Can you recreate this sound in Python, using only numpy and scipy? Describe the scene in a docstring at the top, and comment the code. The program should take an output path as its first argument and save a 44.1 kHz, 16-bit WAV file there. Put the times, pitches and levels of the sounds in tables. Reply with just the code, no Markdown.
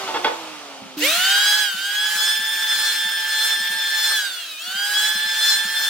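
"""Electric hand planer at work

A hand planer coasts down close by in a bare workshop while a pine batten chatters into its cradle.
It is switched on and pushed along the batten pass after pass; the trigger is let go twice.
Fan, armature and belt whine as tones locked to the shaft, over filtered noise for air and chips.
The wood is struck and scraped modes: judders and knocks of the batten, soft bumps on the bench."""
import sys
import numpy as np
from scipy import signal
from scipy.fft import rfft, irfft
from scipy.io import wavfile
from scipy.ndimage import uniform_filter1d

SR = 44100
rng = np.random.default_rng(int(sys.argv[2]) if len(sys.argv) > 2 else 0)


def generate_wav(signal):
    """Clip the signal to [-1, 1] and save it as 16-bit WAV at the path in sys.argv[1]."""
    frames = np.transpose(np.atleast_2d(signal))
    scaled = np.clip(frames, -1, 1) * 32767
    pcm = np.round(scaled).astype(np.int16)
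    wavfile.write(sys.argv[1], SR, pcm)


N = 259749
TIME = np.arange(N) / SR
# the grid on which noise is painted: bins in Hz, frames in s
BINS = np.fft.rfftfreq(512, 1 / SR)
FRAMES = np.arange(N // 128 + 5) * 128 / SR

# the freewheeling tool before switch-on: t/s, shaft speed/turns per s, level/dB
COAST = [(0, 98, -30), (.37, 83, -34), (.74, 68.4, -39), (1.0, 64, -42)]
# its whirr, relative spectrum: f/Hz, level/dB per Hz
WHIRR_SPECTRUM = [(41, -57), (70, -41), (108, -18), (207, -10.5), (243, -12), (311, -7), (348, -11.5),
                  (803, 0.5), (1100, -4), (1260, -1.5), (1350, -3.5), (1620, -9.5), (2910, -4.5),
                  (6280, -12.5), (15500, -31)]
# its faint hum, relative: multiple of the shaft rate, level/dB
COAST_TONES = [(4, -4.5), (6, -12), (8, -9), (10, -18), (12, -10), (16, -11)]

# the batten judders into its cradle: t/s, length/s, level/dB, swell over the burst/dB
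JUDDERS = [(0.074, 0.015, -22.5, -5), (.099, 0.013, -29, -4), (0.14, .034, -20.5, -2),
           (0.238, 0.013, -18, 3), (0.246, .038, -18.5, -8.5), (0.299, 0.044, -34.5, -14)]
# its hard knocks: t/s, level/dB
KNOCKS = [(0.154, -20), (0.171, -24), (0.2454, -10), (0.26, -29)]
# ringing modes of batten and bench: f/Hz, level/dB, t60/s
PINE_MODES = [(300, -11, 0.12), (463, 1, 0.06), (590, -2, 0.061), (816, 0, 0.062), (899, 4, 0.12),
              (1046, -2, 0.025), (1380, 1, 0.013), (1820, -12, 0.034), (2160, -2, 0.021),
              (2940, -19, 0.016), (3400, -3, 0.013), (4150, -18, 0.012)]
# spectrum of the dense, short-lived modes of the wood: f/Hz, level/dB per Hz
CLATTER_SPECTRUM = [(150, -26), (330, 0), (600, -1.5), (1200, -2.5), (2400, -7), (3800, -13.5),
                    (5500, -18.5), (9000, -49), (15000, -50)]
# the sole and the hand bump the bench: t/s, level/dB, share of dead push
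BUMPS = [(0.817, -35, 0.037), (.853, -40, 0.28), (0.964, -37, .2), (1.173, -40.5, 0.15), (1.234, -63, .8),
         (1.738, -40.5, .04), (2.148, -47, .08), (2.389, -44.5, .08), (2.753, -50, 0.023),
         (3.048, -42, 0.29), (3.598, -42.5, 0.075), (3.694, -42, .4), (3.749, -49, .7), (4.673, -48, .55),
         (4.744, -43.5, .4), (5.148, -39, .2), (5.249, -44.5, .45), (5.551, -48, .1), (5.646, -37.5, .35)]
# modes of the bench top, before each blow's own variation: f/Hz, level/dB, t60/s
BENCH_MODES = [(110, -19, 0.065), (155, -4.5, 0.053), (190.4, 6.5, 0.052), (242, 5.5, 0.027)]

SWITCH_ON = 0.97  # s, the current sets in
# the trigger is held: pressed t/s, let go t/s
TRIGGER = [(1.0, 1.614), (1.758, 4.133), (4.572, 6.0)]
# the motor pulls towards its free speed (turns per s), harder the further it lags
# (per s, and per s and turn per s)
FREE_SPEED, PULL, STALL_PULL = 148.83, 2.893, .06
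# share of speed lost per s when released; turns per s that a full bite takes off each s
DRAG_PER_S, CUT_LOAD = .831, 15
# the knives bite into the batten: deepest t/s, half length/s
CUTS = [(1.397, .372), (2.098, .078), (2.673, .171), (3.254, .16), (3.887, .132), (4.933, .052),
        (5.421, .082), (5.823, .057)]
# each pass carries the tool nearer and away again: nearest t/s, approach/s, retreat/s, swell/dB,
# t/s at which the bench reflection cancels the armature tone, change of that tone/dB
PASSES = [(1.58, 0.3, 0.089, 8.5, 1.53, 0), (2.265, 0.24, .087, 9, 2.13, -15),
          (2.875, 0.27, 0.1, 7.5, 2.8, -4), (3.451, 0.13, 0.092, 7.5, 3.27, -12),
          (4.11, 0.18, 0.12, 7.5, 4.3, -84), (5.02, 0.21, 0.14, 9, 4.9, -16),
          (5.5, 0.13, 0.094, 11, 5.37, 0.5), (5.83, 0.081, 0.32, 6.5, 5.71, -19)]
DIP_S = 0.036  # half length of the armature tone's dip
SETTLE_S = 0.27  # time constant with which the switch-on surge dies away

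# buzz of the starting current
INRUSH_DB, INRUSH_RISE_S, INRUSH_HOLD_S, INRUSH_FALL_DB_PER_S = -29, 0.0042, 0.063, 200
# the belt squeaks as it takes up the load: t/s, f/Hz, level/dB
SQUEAKS = [(.993, 11900, -33), (1.026, 10300, -39), (1.052, 11800, -24)]
SQUEAK_FALL_DB_PER_S = 1100

# relative spectrum of the air through the housing: f/Hz, level/dB per Hz
AIR_SPECTRUM = [(120, -19.5), (200, -33), (290, -16), (450, -13.5), (750, -12.5), (1100, -9.5), (1600, 4),
                (2050, -1), (3300, 2), (5200, -4.5), (7000, -9.5), (8700, -9.5), (10500, -12.5),
                (15000, -6)]
AIR_DB = -32.5  # before the swells
# how the air follows the tool: f/Hz, share of the pass swell, dB per dB of speed, extra at switch-on/dB
AIR_LAW = [(500, 0.42, 2.5, 21), (1020, 0.76, 2.9, 22), (1480, 0.71, 3, 22), (2230, 0.2, 3.87, 30),
           (4350, 0.32, 1.5, 20.5), (6650, 1.0, 2.46, 26), (12200, 0.41, 2.4, 24.5)]

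# fan tones, relative: multiple of the shaft rate, level/dB
FAN_TONES = [(11, -5), (12, 1.5), (18, -73), (22, -4.5)]
# shrill lines, relative: multiple of the shaft rate, level/dB
SHRILL_TONES = [(30, -37), (33, -38), (35, -45), (42, -41), (44, -46), (48, -36), (54, -44), (55, -41),
                (57, -46), (60, -34), (62, -46), (66, -42), (72, -41), (77, -50), (78, -48), (84, -41),
                (88, -48), (90, -42), (96, -39), (99, -45), (102, -48), (108, -49)]
BELT_TEETH = 28.43  # tooth rate as a multiple of the shaft rate
# belt tone and sidebands, relative: multiple of the tooth rate, plus shaft multiples, level/dB
BELT_TONES = [(1, 0, 0), (1, 6, -18), (1, 11, -11.5), (1, 17, -40), (1, 22, -15.5), (1, 33, -22),
              (2, 0, -45), (2, 11, -27)]
# how each tone follows the tool:
# level at full speed/dB, share of the pass swell, dB per dB of speed, extra at switch-on/dB
FAN_LAW = (-29.5, 0.187, 2.5, 25)
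DRONE_LAW = (-44.5, 0.42, 2, 24.5)
ARMATURE_LAW = (-26.5, 0.6367, 4.5, 18)
BELT_LAW = (-39, 0.9649, -0.3, 9.5)
OVERTONE_LAW = (-28, 0.75, 2, 22.5)
SHRILL_LAW = (-6.5, 0.8964, 3, 23)
# the belt tone's rise and fall on top of its law: t/s, level/dB
BELT_LEVEL = [(1.0, -3), (1.3, 6.5), (1.55, 1.5), (2.0, -1), (2.3, -3), (2.55, -10), (2.9, 5.5), (3.1, -5),
              (3.4, 5.5), (3.7, 0.5), (4.1, 5.5), (4.4, 4.5), (4.56, -8), (4.66, 7), (4.78, -10), (5.05, 5),
              (5.3, 4.5), (5.55, 7.5), (5.89, -2)]
# the fan peaks where the blade rate meets a resonance of the housing: blade rate f/Hz, level/dB
HOUSING = [(800, -57), (1200, -19), (1350, -17), (1460, -9), (1580, 1), (1660, 0.5), (1760, 0)]
# the motor tones swell as they glide through a resonance of the air outlet: f/Hz, level/dB
OUTLET = [(1500, -12), (2000, 8), (2450, -0.5), (2900, -4), (3250, 0.5), (3600, -1.5), (4000, -10.5),
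          (4500, -8.5), (5200, -6.5)]
# the shrill lines flare as they glide through a resonance of the cooling slots: f/Hz, level/dB
SLOTS = [(5000, -4.5), (7000, 0), (8000, -2.5), (8900, 1), (9700, -1.5), (10600, -6.5), (15000, -3.5)]

# decay of the workshop: f/Hz, t60/s
ROOM_DECAY = [(150, 0.48), (1000, 0.34), (4000, 0.23), (12000, 0.13)]
# left-right likeness of the stereo pair: f/Hz, correlation
LIKENESS = [(100, 0), (400, 0.82), (1500, 0.77), (3000, 0.6), (5000, 0.25), (8000, 0.31), (13000, -0.26)]
# balance of the stereo pair: f/Hz, left minus right level/dB
TILT = [(100, 3), (300, -2), (1000, -2.5), (2200, -2.5), (5000, 0.8), (9000, -1)]
EDGE_HZ = 15850  # upper band limit


def amp(db):
    """Decibels to gain."""
    return 10 ** (np.asarray(db) / 20)


def unit(x):
    """Scales to rms 1."""
    return x / np.sqrt(np.mean(x ** 2) + 1e-20)


def curves(rows, t=TIME):
    """The columns of a time table, joined by straight lines."""
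    s, *columns = np.transpose(rows)
    return [np.interp(t, s, c) for c in columns]


def across(points, hz):
    """Reads a spectrum on a log-frequency axis."""
    f, value = np.transpose(points)
    return np.interp(np.log(hz + 1), np.log(f), value)


def add(mix, s, sound):
    """Mixes a sound in at time s."""
    part = mix[max(round(s * SR), 0):][:len(sound)]
    part += sound[:len(part)]


def drift(rate):
    """Smooth random wander of rms 1 that changes about rate times a second."""
    points, per_s = 2048, 300
    f = np.fft.rfftfreq(points, 1 / per_s)
    slow = irfft(rfft(rng.standard_normal(points)) * np.exp(-(f / rate) ** 2))
    return np.interp(TIME * per_s, np.arange(points), unit(slow))


def ring(modes):
    """One blow on a body: decaying sines, scaled to energy 1."""
    t = np.arange(SR // 3) / SR
    wave = np.zeros(len(t))
    for k, (hz, db, t60) in enumerate(modes):
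        wave += (-1) ** k * amp(db - 60 * t / t60) * np.sin(2 * np.pi * hz * t)
    return wave / np.linalg.norm(wave)


def noise(spectrum, swell_db, patchy_db):
    """Turbulent noise at two microphones, painted in time and frequency with random patches."""
    a, b, c, d, patches = rng.standard_normal((5, len(FRAMES), len(BINS)))
    patches = uniform_filter1d(patches, size=14, axis=0)
    patches = unit(uniform_filter1d(patches, size=6, axis=1))
    same = np.clip(across(LIKENESS, BINS), -1, 1)
    left = a + 1j * b
    right = same * left + np.sqrt(1 - same ** 2) * (c + 1j * d)
    z = np.array([left, right])
    z *= unit(amp(across(spectrum, BINS))) * amp(swell_db + patchy_db * patches)
    pair = signal.istft(z.transpose(0, 2, 1), nperseg=512, noverlap=384)[1][:, :N]
    return pair / np.sqrt(256 / 3)  # rms 1 before swell and patches


def tone(turns, hz, fading, rate):
    """A line at two microphones; reflections off bench and walls fade in and out as the tool moves."""
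    t = np.arange(1024) / 150
    smooth = np.exp(-(np.fft.fftfreq(len(t), t[1]) / rate) ** 2)
    chance = rng.standard_normal((3, len(t))) + 1j * rng.standard_normal((3, len(t)))
    paths = np.fft.ifft(chance * smooth)
    paths /= np.sqrt(np.mean(abs(paths) ** 2))
    same = np.clip(across(LIKENESS, hz), -.9, .95)
    mid = (1 + fading * paths[0]) / np.hypot(1, fading)
    side = paths[1] * np.array([[1], [-1]])
    ears = np.sqrt((1 + same) / 2) * mid + np.sqrt((1 - same) / 2) * side
    carrier = np.exp(2j * np.pi * turns)
    return np.sqrt(2) * np.array([(np.interp(TIME, t, ear) * carrier).real for ear in ears])


def trigger(t, ramp_s):
    """1 while the trigger is held, 0 while it is not, with ramps between."""
    return sum(np.clip((t - on) / ramp_s, 0, 1) - np.clip((t - off) / ramp_s, 0, 1) for on, off in TRIGGER)


def motor_speed():
    """Shaft turns per s: the motor pulls while the trigger is held, coasts otherwise, sags in each cut."""
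    step = 1 / 500  # s
    t = np.arange(0, N / SR + step, step)
    held = trigger(t, step)
    load = CUT_LOAD * sum(np.exp(-((t - s) / half) ** 2) for s, half in CUTS)
    speed = curves(COAST, t)[0]
    for i in np.flatnonzero(t > TRIGGER[0][0]):
        before = speed[i - 1]
        lag = FREE_SPEED - before
        pull = (PULL + STALL_PULL * lag) * lag - load[i]
        speed[i] = before + step * (held[i] * pull - (1 - held[i]) * DRAG_PER_S * before)
    return np.interp(TIME, t, speed)


def shaft(speed, flutter=0.001):
    """Turns of the shaft: its speed summed over time, slightly unsteady."""
    return np.cumsum(speed * (1 + flutter * drift(rate=70))) / SR


def gestures(speed):
    """What the levels follow: swell of the passes (dB), speed (dB), surge after switch-on (1 to 0)."""
    near_db = np.zeros(N)
    for s, approach, retreat, db, _, _ in PASSES:
        near_db += db * np.exp(-((TIME - s) / np.where(TIME < s, approach, retreat)) ** 2)
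    surge = np.exp(-np.maximum(TIME - TRIGGER[0][0], 0) / SETTLE_S)
    return np.array([near_db, 20 * np.log10(speed / 146), surge])


def level(law, moves):
    """Gain over time of a layer that follows the gestures by its law."""
    return amp(law[0] + np.dot(law[1:], moves))


def stall():
    """Gain of the starting current: it snaps on, holds, and falls as the rotor gets going."""
    t = TIME - SWITCH_ON
    fall_db = INRUSH_FALL_DB_PER_S * np.maximum(t - INRUSH_HOLD_S, 0)
    return np.clip(t / INRUSH_RISE_S + .5, 0, 1) * amp(INRUSH_DB - fall_db)


def flare(order, speed, full_speed):
    """Gain of a shrill line in the cooling slots against its gain at full speed."""
    return amp(across(SLOTS, order * speed) - across(SLOTS, order * full_speed))


def coast(turns, whistle_hz=12600, whistle_db=-26):
    """Without current the rotor whirrs, hums faintly and slows; a thin whistle rides on it."""
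    hum = sum(amp(db - 5.0) * tone(k * turns, k * 80, fading=0.69, rate=4.8) for k, db in COAST_TONES)
    whistle_turns = np.cumsum(whistle_hz + 45 * drift(rate=83)) / SR
    whistle = tone(whistle_turns, whistle_hz, fading=0.55, rate=14)
    whistle *= np.interp(TIME, [.3, .8], [1, 0])
    whirr = noise(WHIRR_SPECTRUM, 0, patchy_db=.8)
    ends = np.interp(TIME, [1.0, 1.15], [1, 0])
    return ends * amp(curves(COAST)[1]) * (amp(-2.5) * whirr + hum + amp(whistle_db) * whistle)


def batten(slips_per_s=700, scrape=0.093, clatter=0.75, clatter_t60=0.049, crack=1.94):
    """The batten sticks and slips against its cradle and knocks home, each impulse ringing the wood."""
    count = SR // 3
    dense_gain = amp(across(CLATTER_SPECTRUM, np.fft.rfftfreq(count, 1 / SR)))
    dense = irfft(rfft(rng.standard_normal(count)) * dense_gain, count)
    dense *= amp(-60 * TIME[:count] / clatter_t60)
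    body = (ring(PINE_MODES) + clatter * dense / np.linalg.norm(dense)) / np.hypot(1, clatter)
    force, contact = np.zeros((2, N))
    for s, length, db, swell_db in JUDDERS:
        n = int(length * SR)
        chance, size = rng.random(n), rng.standard_normal(n)
        # sparse slips of either sign over a light scrape
        slips = np.sign(size) * (chance < slips_per_s / SR) + scrape * size
        add(force, s, amp(db + swell_db * np.linspace(-.5, .5, n)) * unit(slips))
    for s, db in KNOCKS:
        add(force, s, np.array([amp(db) / abs(body).max()]))
        add(contact, s, amp(db) * rng.standard_normal(count) * np.exp(-TIME[:count] / 0.0031))
    # edge meets edge with a short bright crack
    bright = signal.butter(2, [1300, 3300], "band", fs=SR, output="sos")
    return signal.oaconvolve(force, body)[:N] + crack * signal.sosfilt(bright, contact)


def bumps(push_s=0.003, dead_s=0.023):
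    """Soft blows: a short dead push, and the bench modes thud with it."""
    out = np.zeros(N)
    for s, db, dead in BUMPS:
        # each blow lands on another spot and wakes the modes in other shares
        spot = [(hz, mode_db + 3 * rng.standard_normal(), t60) for hz, mode_db, t60 in BENCH_MODES]
        thud = np.convolve(ring(spot), np.hanning(int(push_s * SR)))
        thud /= abs(thud).max()
        add(thud, 0, dead * np.hanning(int(dead_s * SR)))
        add(out, s, amp(db) * thud)
    return out


def inrush(overtones_db=-22):
    """The motor buzzes at multiples of 100 Hz until it picks up speed, and the belt squeaks."""
    mains = 2 * np.pi * 100 * TIME
    buzz = np.sin(3 * mains) + amp(overtones_db) * (np.sin(5 * mains) + np.sin(6 * mains))
    chirps = sum(amp(db - SQUEAK_FALL_DB_PER_S * np.minimum(abs(TIME - s), 1)) for s, _, db in SQUEAKS)
    # the pitch slides from squeak to squeak and trembles
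    squeak_hz = curves(SQUEAKS)[0] + 120 * drift(rate=112)
    squeak = chirps * unit(np.sin(2 * np.pi * np.cumsum(squeak_hz) / SR))
    return stall() * amp(0.5 * drift(rate=42)) * unit(buzz) + squeak


def rush(turns, moves, chop=0.19, knife_chop=0.055, low_hz=270, hum_db=-63, hum_swell=0.083):
    """Air and chips leave the housing, chopped by the fan and the knives, over a faint mains hum."""
    hz, *columns = np.transpose(AIR_LAW)
    swell_db = 0
    for move, column in zip(moves, columns):
        swell_db = swell_db + np.outer(np.interp(FRAMES, TIME, move), across(np.c_[hz, column], BINS))
    low = across([(1100, 0.93), (2300, 0)], BINS)
    high = across([(5000, 0), (9500, 1.0)], BINS)
    # the grain of the wood makes the shaving uneven, separately in low, middle and high bands
    for share in (low, 1 - low - high, high):
        grain_db = 1.2 * drift(rate=70) + .5 * drift(rate=10)
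        swell_db = swell_db + share * np.interp(FRAMES, TIME, grain_db)[:, None]
    air = noise(AIR_SPECTRUM, swell_db, patchy_db=1.1)
    blades = np.cos(2 * np.pi * 6 * turns)
    knives = np.cos(2 * np.pi * 2 * turns)
    air *= amp(AIR_DB) * (1 + chop * blades + knife_chop * knives)
    air = signal.sosfilt(signal.butter(8, low_hz, "high", fs=SR, output="sos"), air)
    hum = tone(300 * TIME, 300, fading=2, rate=12)
    return air + amp(hum_db + hum_swell * moves[0]) * hum


def whine(turns, speed, moves, full_speed=146, groan_db=0, unpowered_db=-9):
    """Fan blades, armature slots and belt teeth sing on multiples of the shaft rate."""
    fan = sum(amp(db) * tone(k * turns, k * full_speed, fading=0.28, rate=19) for k, db in FAN_TONES)
    out = amp(across(HOUSING, 12 * speed)) * level(FAN_LAW, moves) * fan
    # the low drone groans as the starting torque gets the rotor going, and sinks when the current is cut
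    drone_gain = level(DRONE_LAW, moves) * amp(unpowered_db * (1 - trigger(TIME, 0.13)))
    groan = amp(groan_db + 2.9 * (moves[1] + 4.5)) * stall()
    out += (drone_gain + groan) * tone(6 * turns, 880, fading=.45, rate=22)
    armature = amp(across(OUTLET, 24 * speed)) * tone(24 * turns, 1500, fading=.5, rate=22)
    dips_db = sum(db * np.exp(-((TIME - s) / DIP_S) ** 2) for *_, s, db in PASSES)
    out += level(ARMATURE_LAW, moves) * amp(dips_db) * armature
    overtone = amp(across(OUTLET, 36 * speed)) * tone(36 * turns, 3000, fading=.75, rate=24)
    out += level(OVERTONE_LAW, moves) * overtone
    belt = level(BELT_LAW, moves) * amp(curves(BELT_LEVEL)[0])
    for teeth, k, db in BELT_TONES:
        order = teeth * BELT_TEETH + k
        out += amp(db) * belt * tone(order * turns, order * full_speed, fading=0.55, rate=20)
    # the shrillest lines need speed; they beam out of the chip outlet and swell as it comes near
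    shrill = np.zeros((2, N))
    for k, db in SHRILL_TONES:
        line = tone(k * turns, k * full_speed, fading=2.2, rate=20)
        shrill += amp(db) * flare(k, speed, full_speed) * line
    return out + level(SHRILL_LAW, moves) * shrill


def room(x):
    """Sparse reflections off plaster walls, each band dying at its own speed."""
    taps = rng.choice([-1., 1.], (2, SR // 2)) * (rng.random((2, SR // 2)) < 2500 / SR)
    taps[:, :SR // 250] = 0  # no reflection in the first 4 ms
    hz, t, z = signal.stft(taps, SR, nperseg=256)
    tail = signal.istft(z * amp(-60 * t / across(ROOM_DECAY, hz)[:, None]), SR, nperseg=256)[1]
    return signal.fftconvolve(x[None], tail / np.linalg.norm(tail[0]), axes=1)[:, :N]


def from_left(pair, count=3):
    """A source on the left reaches the right microphone a few samples late."""
    return np.array([pair[0], np.pad(pair[1], (count, 0))[:N]])


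def scene(spin_up_s=0.099, bite_s=0.025):
    """The planer, coasting then powered, and the wood it meets; only the wood excites the room."""
    speed = motor_speed()
    turns, moves = shaft(speed), gestures(speed)
    powered = np.clip((TIME - SWITCH_ON) / spin_up_s, 0, 1) ** .5
    driven = np.clip((TIME - TRIGGER[0][0]) / bite_s, 0, 1)
    planer = from_left(coast(turns))
    wood = batten() + bumps()
    planer = planer + inrush() + powered * rush(turns, moves) + driven * whine(turns, speed, moves)
    return planer + amp(-1.5) * from_left([wood, wood]) + amp(-9.5) * room(wood)


def record(dry, low_cut_hz=85):
    """Two slightly unlike microphones, a low cut and the band limit."""
    hz = np.fft.rfftfreq(N, 1 / SR)
    balance = amp(across(TILT, hz) * np.array([[.5], [-.5]]))
    heard = irfft(rfft(dry) * balance, N)
    heard = signal.sosfilt(signal.butter(3, low_cut_hz, "high", fs=SR, output="sos"), heard)
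    band_limit = signal.firwin(511, EDGE_HZ, window=("kaiser", 9), fs=SR)
    return signal.oaconvolve(heard, band_limit[None], "same")


dry = scene()
out = record(dry)
generate_wav(out)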